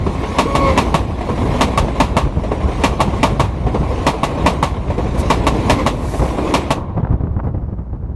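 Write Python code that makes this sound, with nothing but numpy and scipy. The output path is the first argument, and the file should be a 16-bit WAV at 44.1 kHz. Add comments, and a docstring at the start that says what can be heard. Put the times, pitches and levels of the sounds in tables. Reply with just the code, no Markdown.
"""A roar of rolling wheels swells over a low rumble, then axle after axle of an electric commuter train
strikes a rail joint close to a microphone between the rails. Decaying steel modes and noise make the blows,
shaped noise the roar, hiss and draught, sines the knocks, and rough partials two short flange squeals.
Motor bogies growl in noise bands; when the last coach has gone, low pushes and puffs of its wake buffet
the microphone and dry ticks sound. A limiter holds down the blows."""
import sys
import numpy as np
from scipy import signal
from scipy.fft import rfft, irfft, next_fast_len
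from scipy.io import wavfile
from scipy.ndimage import uniform_filter1d

SR = 44100
rng = np.random.default_rng(int(sys.argv[2]) if len(sys.argv) > 2 else 0)


def pcm_store(signal):
    """Save signal as 16-bit PCM."""
    levels = np.round(np.clip(np.atleast_2d(signal), -1, 1) * 32767)
    wavfile.write(sys.argv[1], SR, levels.astype(np.int16).T)


N = 359415
TIME = np.arange(N) / SR

# Bogies, in pairs either side of each coupling. Each row: time in seconds when the leading axle strikes
# the near joint, relative force in dB, relative roar in dB, relative hiss in dB.
BOGIES = [(0.385, -2.5, -21.5, -42.5), (0.776, 1.5, -18.5, -42), (1.609, -4.5, -18.5, -41.5),
          (2.001, 3.5, -21.5, -46.5), (2.837, -3.5, -21.5, -44.5), (3.230, 3, -20.5, -45),
          (4.066, -3.5, -20.5, -45), (4.461, 2, -20.5, -46), (5.301, -2.5, -21.5, -44),
          (5.697, 0.5, -18.5, -42.5), (6.539, -6, -18, -42.5)]
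AXLE_GAP_S = 0.166  # from a bogie's leading axle to its trailing one
# The four axles round a coupling, in turn. Each row: relative force in dB, treble lift in dB,
# 60 dB decay time of the ring in seconds, relative force on the farther joints in dB.
AXLES = [(1, -3.5, 0.064, 0.5), (-4, -3, 0.071, -6.5), (-2, 0.5, 0.073, -6.5), (-3.5, 0, 0.063, -7)]
# Modes of rail and wheel. Each row: nominal frequency in Hz, relative level in dB under a leading axle,
# relative level in dB under a trailing axle.
RAIL_MODES = [(148, -14.5, 6), (274.7, -0.5, 0.5), (597.6, 2, -11.5), (664, -26.5, -2), (832, -8.5, 0),
              (872, -1, -2.5), (910, -6.5, 3.5), (997, -3, -31), (1106.5, -13, 1), (1139.5, -10, 3),
              (1750, -11, -27.5), (1975, -8.5, -13), (2227, -18, -8.5), (2343, -8, -18.5), (2685, -8, -13),
              (3640, -13.5, -22.5), (5200, -18, -28.5), (6680, -17, -23), (9030, -21.5, -17)]
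# Spectrum of the dense ringing. Each row: frequency in Hz, relative density in dB per Hz.
CLANG_SPECTRUM = [(40, -13), (120, 0.5), (280, -3.5), (430, -7.5), (620, -3), (1130, -0.5), (1420, -15.5),
                  (2400, -13), (3800, -16.5), (4800, -23), (6400, -24), (11500, -33)]
# The wheel bounces on the rail end, each time weaker.
BOUNCE_S, BOUNCE_DB, THUMP_HZ, THUMP_DB = 0.00771, -2, 192, -4.5
# Farther joints that every axle also strikes. Each row: delay after the near joint in seconds,
# relative force in dB, nominal pitch in Hz, treble of the rattle in dB.
FAR_JOINTS = [(-0.402, -14, 646, 5), (-0.322, -9, 457.4, 2), (0.238, -20, 340, -10)]

# Spectra of the rolling roar, the singing steel and the hiss under the floor.
# Each row: frequency in Hz, relative density in dB per Hz.
ROAR_SPECTRUM = [(100, -6), (200, 2.5), (320, -0.5), (560, -2), (700, -3.5), (880, -5.5), (1080, -3.5),
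                 (1200, -13), (1400, -20.5), (2500, -43), (6000, -83.5)]
SING_SPECTRUM = [(900, -21.5), (1350, -3.5), (1750, 1), (2180, 4), (2500, 1), (3100, -3.5), (3850, -5),
                 (4800, -18.5), (8000, -49)]
HISS_SPECTRUM = [(2000, -34), (4000, 3), (4900, 0.5), (5800, 1), (7700, -4), (9700, -6), (10400, -10.5),
                 (11400, -11), (12500, -26.5)]
OVERHEAD_S = -0.014  # a bogie is loudest this long from its first clack
ROAR_SLOPES_DB_PER_S = (21.5, 29)  # rise as a bogie nears, fall as it leaves
HISS_SLOPES_DB_PER_S = (22.5, 41)
TAIL_S, TAIL_FADE_S, TAIL_DROP_DB = 6.75, 0.025, 16  # once the last floor has gone, the hiss escapes upwards

# Flanges rubbing the rail. Each row: time in seconds when the wheel passes, pitch in Hz on approach,
# relative level in dB, build-up in dB per second, roughness from 0 to 1 on approach.
SQUEALS = [(0.695, 1105, -14, 48.5, 0.24), (5.797, 1077, -17.5, 419.5, 0.5)]
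# Spectrum of the scraping steel. Each row: frequency in Hz, relative density in dB per Hz.
SCRAPE_SPECTRUM = [(1200, -25), (2200, 2), (3300, 0.5), (4500, -6), (7000, -13.5), (12000, -28.5)]
# Each row: multiple of the squeal's pitch, relative level in dB.
SQUEAL_PARTIALS = ((0.5, 1.5), (2, -7.5), (3, -24), (4, -22))
SQUEAL_SAG, SQUEAL_PASS_S, SQUEAL_FADE_DB_PER_S = 0.056, 0.024, 329  # sag is a share of the pitch

# Deep growls of the motor bogies going over. Each row: middle in seconds, half-length in seconds,
# level in dB, pitch in Hz.
MOTORS = [(0.72, 0.3, -22.5, 255), (1.515, 0.2, -22.5, 219), (5.73, 0.3, -22, 247), (6.487, 0.14, -20, 296)]
# Spectrum of a growl. Each row: multiple of the pitch, relative density in dB per Hz.
GROWL_SPECTRUM = [(0.5, -22), (1, 14.5), (1.3, 11.5), (2, -2), (3.2, -36.5)]
# Bright rushes of air from equipment under the floor. Each row: middle in seconds, half-length in seconds,
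# level in dB.
RUSHES = [(5.2, 0.019, -32.5), (6.17, 0.15, -37.5)]
# Spectrum of the rushes. Each row: frequency in Hz, relative density in dB per Hz.
RUSH_SPECTRUM = [(3000, -7), (6000, -2), (9000, -3), (11500, -5.5)]

# Air dragged along by the train. Each row: time in seconds, relative level in dB.
DRAUGHT = [(0.0, -18), (0.38, -28.5), (0.7, -17.5), (1.2, -25), (1.47, -18.5), (2.0, -23.5), (3.88, -19.5),
           (4.13, -26.5), (5.11, -19.5), (6.94, -27), (7.13, -23.5), (8.15, -26)]
# The strongest gusts in it. Each row: time in seconds, relative level in dB.
GUSTS = [(0.74, -22), (1.55, -22), (1.83, -13), (2.02, -13), (2.258, -11.5), (2.381, -16.5), (2.65, -12.5),
         (3.07, -20), (3.33, -18), (3.42, -10.5), (3.67, -13), (3.82, -13.5), (4.46, -11), (5.48, -17),
         (5.72, -13), (6.22, -12), (6.99, -15.5), (7.13, -11)]
GUST_HALF_S = 0.027
# Spectrum of the moving air. Each row: frequency in Hz, relative density in dB per Hz.
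WIND_SPECTRUM = [(18, -47.5), (30, -14.5), (41, -5), (56, 4), (100, -2), (170, -9), (260, -18),
                 (450, -21.5), (1000, -29), (1500, -40), (3500, -64.5), (6000, -64), (12000, -92)]
# Eddies of the wake hitting the microphone. Each row: time in seconds, relative force in dB,
# relative puff level in dB.
BUFFETS = [(6.971, 1, -15.5), (7.029, -2, -19.5), (7.106, 11, -12), (7.136, 2, -23), (7.234, -1, -20.5),
           (7.308, -2, -36), (7.364, 2.5, -21), (7.471, -10, -19.5), (7.542, -3.5, -24), (7.574, -8, -26.5),
           (7.633, -12, -36), (7.724, -14, -29), (7.785, -12, -26.5), (7.929, -17, -27.5)]
# Spectrum of a puff. Each row: frequency in Hz, relative density in dB per Hz.
PUFF_SPECTRUM = [(60, -8), (200, 14.5), (500, -1.0), (1100, -11.5), (1500, -21.0), (2200, -32),
                 (4000, -49.0), (9000, -60.5)]
# Sharp ticks among the gusts. Each row: time in seconds, relative level in dB.
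TICKS = [(6.977, -19.5), (7.048, -19.5), (7.071, -18), (7.27, -24), (7.365, -27), (7.391, -20.5),
         (7.4, -19), (7.484, -26)]
# Spectrum of a tick. Each row: frequency in Hz, relative density in dB per Hz.
TICK_SPECTRUM = [(200, -17), (600, 18.5), (1150, 7), (1600, -0.5), (2600, -15), (5000, -40.5), (9000, -51)]
# Spectrum of the faint outdoor hiss. Each row: frequency in Hz, relative density in dB per Hz.
OUTDOOR_SPECTRUM = [(500, -1.5), (2000, -4.0), (4000, -8), (6000, -12.5), (12000, -18.5)]
EDGE_HZ = 12000  # top of the output band


def clacks(alike=0.59, ring_db=-2.5, clang_db=1.0, shelf_hz=1800):
    """Modal excitation: every axle hits the same joint, so blows resemble each other, every second one most."""
    t, out = np.arange(SR // 3) / SR, np.zeros(N)
    hz, *axle_db = np.transpose(RAIL_MODES)
    phases = rng.random((2, len(hz), 1))
    common = clang(t, 0.097), clang(t, 0.092)
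    for k, (s, bogie_db, force_db, lift_db, t60, _) in enumerate(axles()):
        place = k % 2  # 0 leading, 1 trailing
        detune, shift, strike = rng.standard_normal((3, len(hz), 1))  # no two wheels are quite alike
        cycles = hz[:, None] * (1 + 0.007 * detune) * t + phases[place] + 0.2 * shift
        modes = amp(1.5 * strike) * np.sin(2 * np.pi * cycles)
        ring = amp(axle_db[place]) @ modes * burst(t, 0.001, t60)
        dense = np.sqrt(alike) * common[place] + np.sqrt(1 - alike) * clang(t, t60)
        blow = amp(ring_db) * ring + amp(clang_db) * dense + thump(t)
        body = lowpass(blow, shelf_hz, order=1)
        treble = blow - body
        # a heavier bogie adds body rather than treble
        add(out, s, amp(force_db) * (amp(bogie_db) * body + amp(lift_db) * treble))
    return out


def clang(t, t60):
    """Double impact: the wheel leaves one rail end and lands on the next; a tail bounces off floor and ballast."""
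    landing = np.maximum(t - 0.006, 0)
    envelope = np.hypot(burst(t, 0.00081, t60), amp(0.5) * burst(landing, 0.0013, t60))
    impact = envelope * noise(CLANG_SPECTRUM, size=len(t))
    tail = amp(-13) * burst(t, 0.0037, 0.24) * noise(CLANG_SPECTRUM, size=len(t))
    return impact + tail


def thump(t):
    """Load transfer: the sleeper takes the wheel's weight in three quick, low pushes."""
    bounce = np.arange(3)
    cycles = (t - 0.004 - BOUNCE_S * bounce[:, None]) * THUMP_HZ
    pushes = np.cos(2 * np.pi * cycles) * np.exp(-(cycles / 0.57) ** 2)
    return amp(THUMP_DB + BOUNCE_DB * bounce) @ pushes


def axles():
    """Periodic impact: each axle's time and bogie force, then the traits of its place at the coupling."""
    rows = []
    for b, (s, bogie_db, _, _) in enumerate(BOGIES):
        for k in (0, 1):
            rows.append((s + k * AXLE_GAP_S, bogie_db, *AXLES[(2 * b + k) % len(AXLES)]))
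    return rows


def knocks(ring_db=-2.0, rattle_db=-4.5, pitch_spread_db=0.7):
    """Distant impact: the same axles on farther joints give a short, dull thud with a little rattle on top."""
    t, out = np.arange(SR // 4) / SR, np.zeros(N)
    for s, *_, axle_db in axles():
        for delay, db, hz, treble_db in FAR_JOINTS:
            pitch = hz * amp(pitch_spread_db * rng.standard_normal())
            thud = np.sin(2 * np.pi * pitch * t) * burst(t, 0.0021, 0.095)
            treble = amp(-20.5) * noise(SING_SPECTRUM, size=len(t)) + amp(-32.5) * noise(HISS_SPECTRUM, size=len(t))
            rattle = noise(ROAR_SPECTRUM, size=len(t)) + amp(treble_db) * treble
            rattle = rattle * burst(t, 0.002, 0.19)
            if s + delay > 0:
                add(out, s + delay, amp(db + axle_db) * (amp(ring_db) * thud + amp(rattle_db) * rattle))
    return out


def rolling(roar_trim_db=-2.05, sing_trim_db=-3.5, hiss_trim_db=-0.2):
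    """Roughness excitation: treads shake the rails into a roar and a higher singing; hiss fills the underfloor."""
    s, _, roars, hisses = np.transpose(BOGIES)
    roar_db = passing(s, roars, ROAR_SLOPES_DB_PER_S)
    tail_drop_db = TAIL_DROP_DB * np.clip((TIME - TAIL_S) / TAIL_FADE_S, 0, 1)
    hiss_db = passing(s, hisses, HISS_SLOPES_DB_PER_S) - tail_drop_db
    sing_db = (roar_db + hiss_db) / 2
    judder = wander(32)  # rough patches on the rail reach all bands together
    roar = patchy(noise(ROAR_SPECTRUM), patch_db=1.5) * amp(roar_db + roar_trim_db + 1.3 * judder)
    sing = patchy(noise(SING_SPECTRUM), patch_db=2.2) * amp(sing_db + sing_trim_db + 0.42 * judder)
    hiss = patchy(noise(HISS_SPECTRUM), patch_db=4.0) * amp(hiss_db + hiss_trim_db + 0.93 * judder)
    return (roar + sing) * jolts() + hiss


def passing(times, levels_db, slopes):
    """Power summation: the level in dB of all bogies together, each swelling as it nears and fading as it leaves."""
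    rise, fall = slopes
    grid = TIME[::SR // 400]
    since = grid - times[:, None] - OVERHEAD_S
    each = amp(levels_db[:, None] + np.minimum(rise * since, -fall * since))
    return np.interp(TIME, grid, 10 * np.log10((each ** 2).sum(0)))


def patchy(x, patch_db):
    """Spectral fluctuation: narrow bands swell and sink on their own for a few hundredths of a second."""
    z = signal.stft(x, nperseg=1024, noverlap=768)[2]
    field = uniform_filter1d(rng.standard_normal(z.shape), size=4, axis=0)  # across frequency
    field = uniform_filter1d(field, size=7, axis=1)  # along time
    return unit(signal.istft(z * amp(patch_db * unit(field)), nperseg=1024, noverlap=768)[1][:N])


def jolts(per_s=16, size=0.64):
    """Impulse response: a gain curve in which chance bumps in the track each shake the running gear briefly."""
    bumps = (rng.random(N) < per_s / SR) * np.minimum(rng.exponential(size=N), 2)
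    shaking = signal.oaconvolve(bumps, burst(TIME[:SR // 8], 0.001, 0.07))[:N]
    return unit(1 + size * shaking)


def squeal(waver=0.018, smear=0.57, scrape_db=-12.0, rough_past=1.5):
    """Stick-slip: as the wheel passes, the tone sags and a rasp grows at its half-pitch and overtones."""
    t, out = np.arange(SR) / SR, np.zeros(N)
    for s, hz, db, build, rough_before in SQUEALS:
        start = max(s - 0.6, 0)
        since = t + start - s
        past = (1 + np.tanh(since / SQUEAL_PASS_S / 2)) / 2  # 0 before the wheel passes, 1 after
        rough = np.clip(rough_before + (rough_past - rough_before) * past, 0, 1)
        pitch = hz * (1 - SQUEAL_SAG * past) * (1 + waver * rough * wander(120, size=SR))
        turns = np.cumsum(pitch) / SR
        phase = 2 * np.pi * turns
        slips = smear * rough * wander(160, size=SR)  # uneven slips blur the higher partials most
        rasp = sum(amp(level + 2 * wander(60, size=SR)) * np.sin(k * (phase + slips))
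                   for k, level in SQUEAL_PARTIALS)
        flutter = amp(2.3 * wander(40, size=SR))
        # each slip scrapes the steel
        scrape = amp(scrape_db) * noise(SCRAPE_SPECTRUM, size=SR) * (1 + np.cos(phase)) / 2
        tone = flutter * np.sin(phase + slips) + np.sqrt(rough) * (rasp + scrape)
        level_db = db + np.minimum(build * since, -SQUEAL_FADE_DB_PER_S * since)
        add(out, start, tone * amp(level_db))
    return out


def underfloor():
    """Band-limited noise sources: growling motor bogies and rushing air."""
    growl = np.zeros(N)
    for s, half, db, hz in MOTORS:
        growl += swells([(s, half, db)], [(k * hz, level) for k, level in GROWL_SPECTRUM])
    return growl + swells(RUSHES, RUSH_SPECTRUM)


def swells(rows, spectrum):
    """Amplitude modulation: noise that grows and fades as each part of the train goes over."""
    return noise(spectrum) * sum(amp(db) * np.exp(-((TIME - s) / half) ** 2) for s, half, db in rows)


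def draught(split_hz=260, calm_from=6.95, calm_db_per_s=5, steady_db=1.5, gust_db=1.5):
    """Turbulence: air and ground rumble swell in gusts; the upper part crackles and dies as the wake calms."""
    air = noise(WIND_SPECTRUM)
    low = lowpass(air, split_hz, order=4)
    low /= np.sqrt(uniform_filter1d(low ** 2, size=4000) + 1e-6)  # an even rumble for the gusts to shape
    upper = signal.sosfilt(signal.butter(4, split_hz, "high", fs=SR, output="sos"), air)
    steady = amp(np.interp(TIME, *np.transpose(DRAUGHT)) + steady_db + 0.59 * wander(5.1))
    gusts = amp(gust_db) * sum(amp(db) * np.exp(-((TIME - s) / GUST_HALF_S) ** 2) for s, db in GUSTS)
    calm_db = calm_db_per_s * np.maximum(TIME - calm_from, 0)
    eddies = wander(24)
    rumble = low * amp(1.85 * eddies)
    crackle = upper * amp(0.5 - calm_db + 2.6 * eddies + 2.0 * wander(160))
    return np.hypot(steady, gusts) * (rumble + crackle)


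def buffets(push_db=-2.5, push_hz=95, puff_db=5.0):
    """Vortex impact: each eddy gives a low push and a brief puff of noise."""
    t, out = np.arange(SR // 5) / SR, np.zeros(N)
    for s, db, breeze_db in BUFFETS:
        pitch = push_hz * amp(rng.standard_normal())  # scattered by about an eighth
        push = np.sin(2 * np.pi * pitch * t) * burst(t, 0.0017, 0.056)
        puff = noise(PUFF_SPECTRUM, size=len(t)) * burst(t, 0.0011, 0.1)
        add(out, s, amp(db + push_db) * push + amp(breeze_db + puff_db) * puff)
    return out


def ticks(level_db=1.0):
    """Impulsive noise: dry ticks of a few milliseconds, perhaps grit stirred by the wake."""
    t, out = np.arange(SR // 20) / SR, np.zeros(N)
    snap = burst(t, 0.0004, 0.025)
    for s, db in TICKS:
        add(out, s, amp(db + level_db) * noise(TICK_SPECTRUM, size=len(t)) * snap)
    return out


def outdoor_hiss():
    """Ambient noise: a faint, steady outdoor hiss."""
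    return amp(-72.5) * noise(OUTDOOR_SPECTRUM)


def amp(db):
    """Logarithmic level: decibels to gain."""
    return 10 ** (np.asarray(db) / 20)


def unit(x):
    """Normalisation: scales to rms 1."""
    return x / np.sqrt(np.mean(x ** 2) + 1e-20)


def add(mix, s, sound):
    """Superposition: mixes a sound in at time s."""
    part = mix[max(round(s * SR), 0):][:len(sound)]
    part += sound[:len(part)]


def read(points, hz):
    """Interpolation on a logarithmic frequency axis: a spectrum's dB at any frequency."""
    f, db = np.transpose(points)
    return np.interp(np.log(hz + 1), np.log(f), db)


def noise(points, size=N):
    """Spectral shaping: noise of rms 1 with the given spectrum."""
    padded = next_fast_len(size)
    hz = np.fft.rfftfreq(padded, 1 / SR)
    white = rfft(rng.standard_normal(padded))
    return unit(irfft(white * amp(read(points, hz)), padded)[:size])


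def lowpass(x, hz, order=2):
    """Low-pass filtering: keeps what lies below hz."""
    return signal.sosfilt(signal.butter(order, min(hz, SR / 2 - 1), fs=SR, output="sos"), x)


def wander(rate_hz, size=N):
    """Band-limited chance of rms 1, changing up to about rate_hz times a second."""
    return unit(lowpass(rng.standard_normal(size + SR), rate_hz)[SR:])


def burst(t, rise, t60):
    """Exponential decay: the envelope of a blow, a quick rise and then 60 dB of fall in t60 seconds."""
    return (1 - np.exp(-t / rise)) * amp(-60 * t / t60)


def scene(air_top_hz=4200):
    """Superposition of everything heard from the track bed."""
    train = clacks() + knocks() + rolling() + squeal() + underfloor()
    air = lowpass(draught() + buffets() + ticks(), air_top_hz)  # wind on the microphone has little treble
    return (train + air + outdoor_hiss())[None]


def record(dry, threshold_db=-8.5, recovery_db_per_s=300):
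    """Dynamic compression: a fast limiter, soft overload at full scale, then the band limit."""
    power_db = 10 * np.log10(abs(uniform_filter1d(dry[0] ** 2, size=130)) + 1e-12)
    fall = TIME * recovery_db_per_s
    held_peak_db = np.maximum.accumulate(power_db + fall) - fall  # follows rises at once, falls steadily
    over_db = np.maximum(held_peak_db - threshold_db, 0)
    held = dry * amp(-0.8 * uniform_filter1d(over_db, size=60))
    held = held / (1 + held ** 8) ** (1 / 8)
    band_limit = signal.firwin(255, EDGE_HZ, window=("kaiser", 8), fs=SR)
    return signal.oaconvolve(held, band_limit[None], "same")


dry = scene()
out = record(dry)
pcm_store(out)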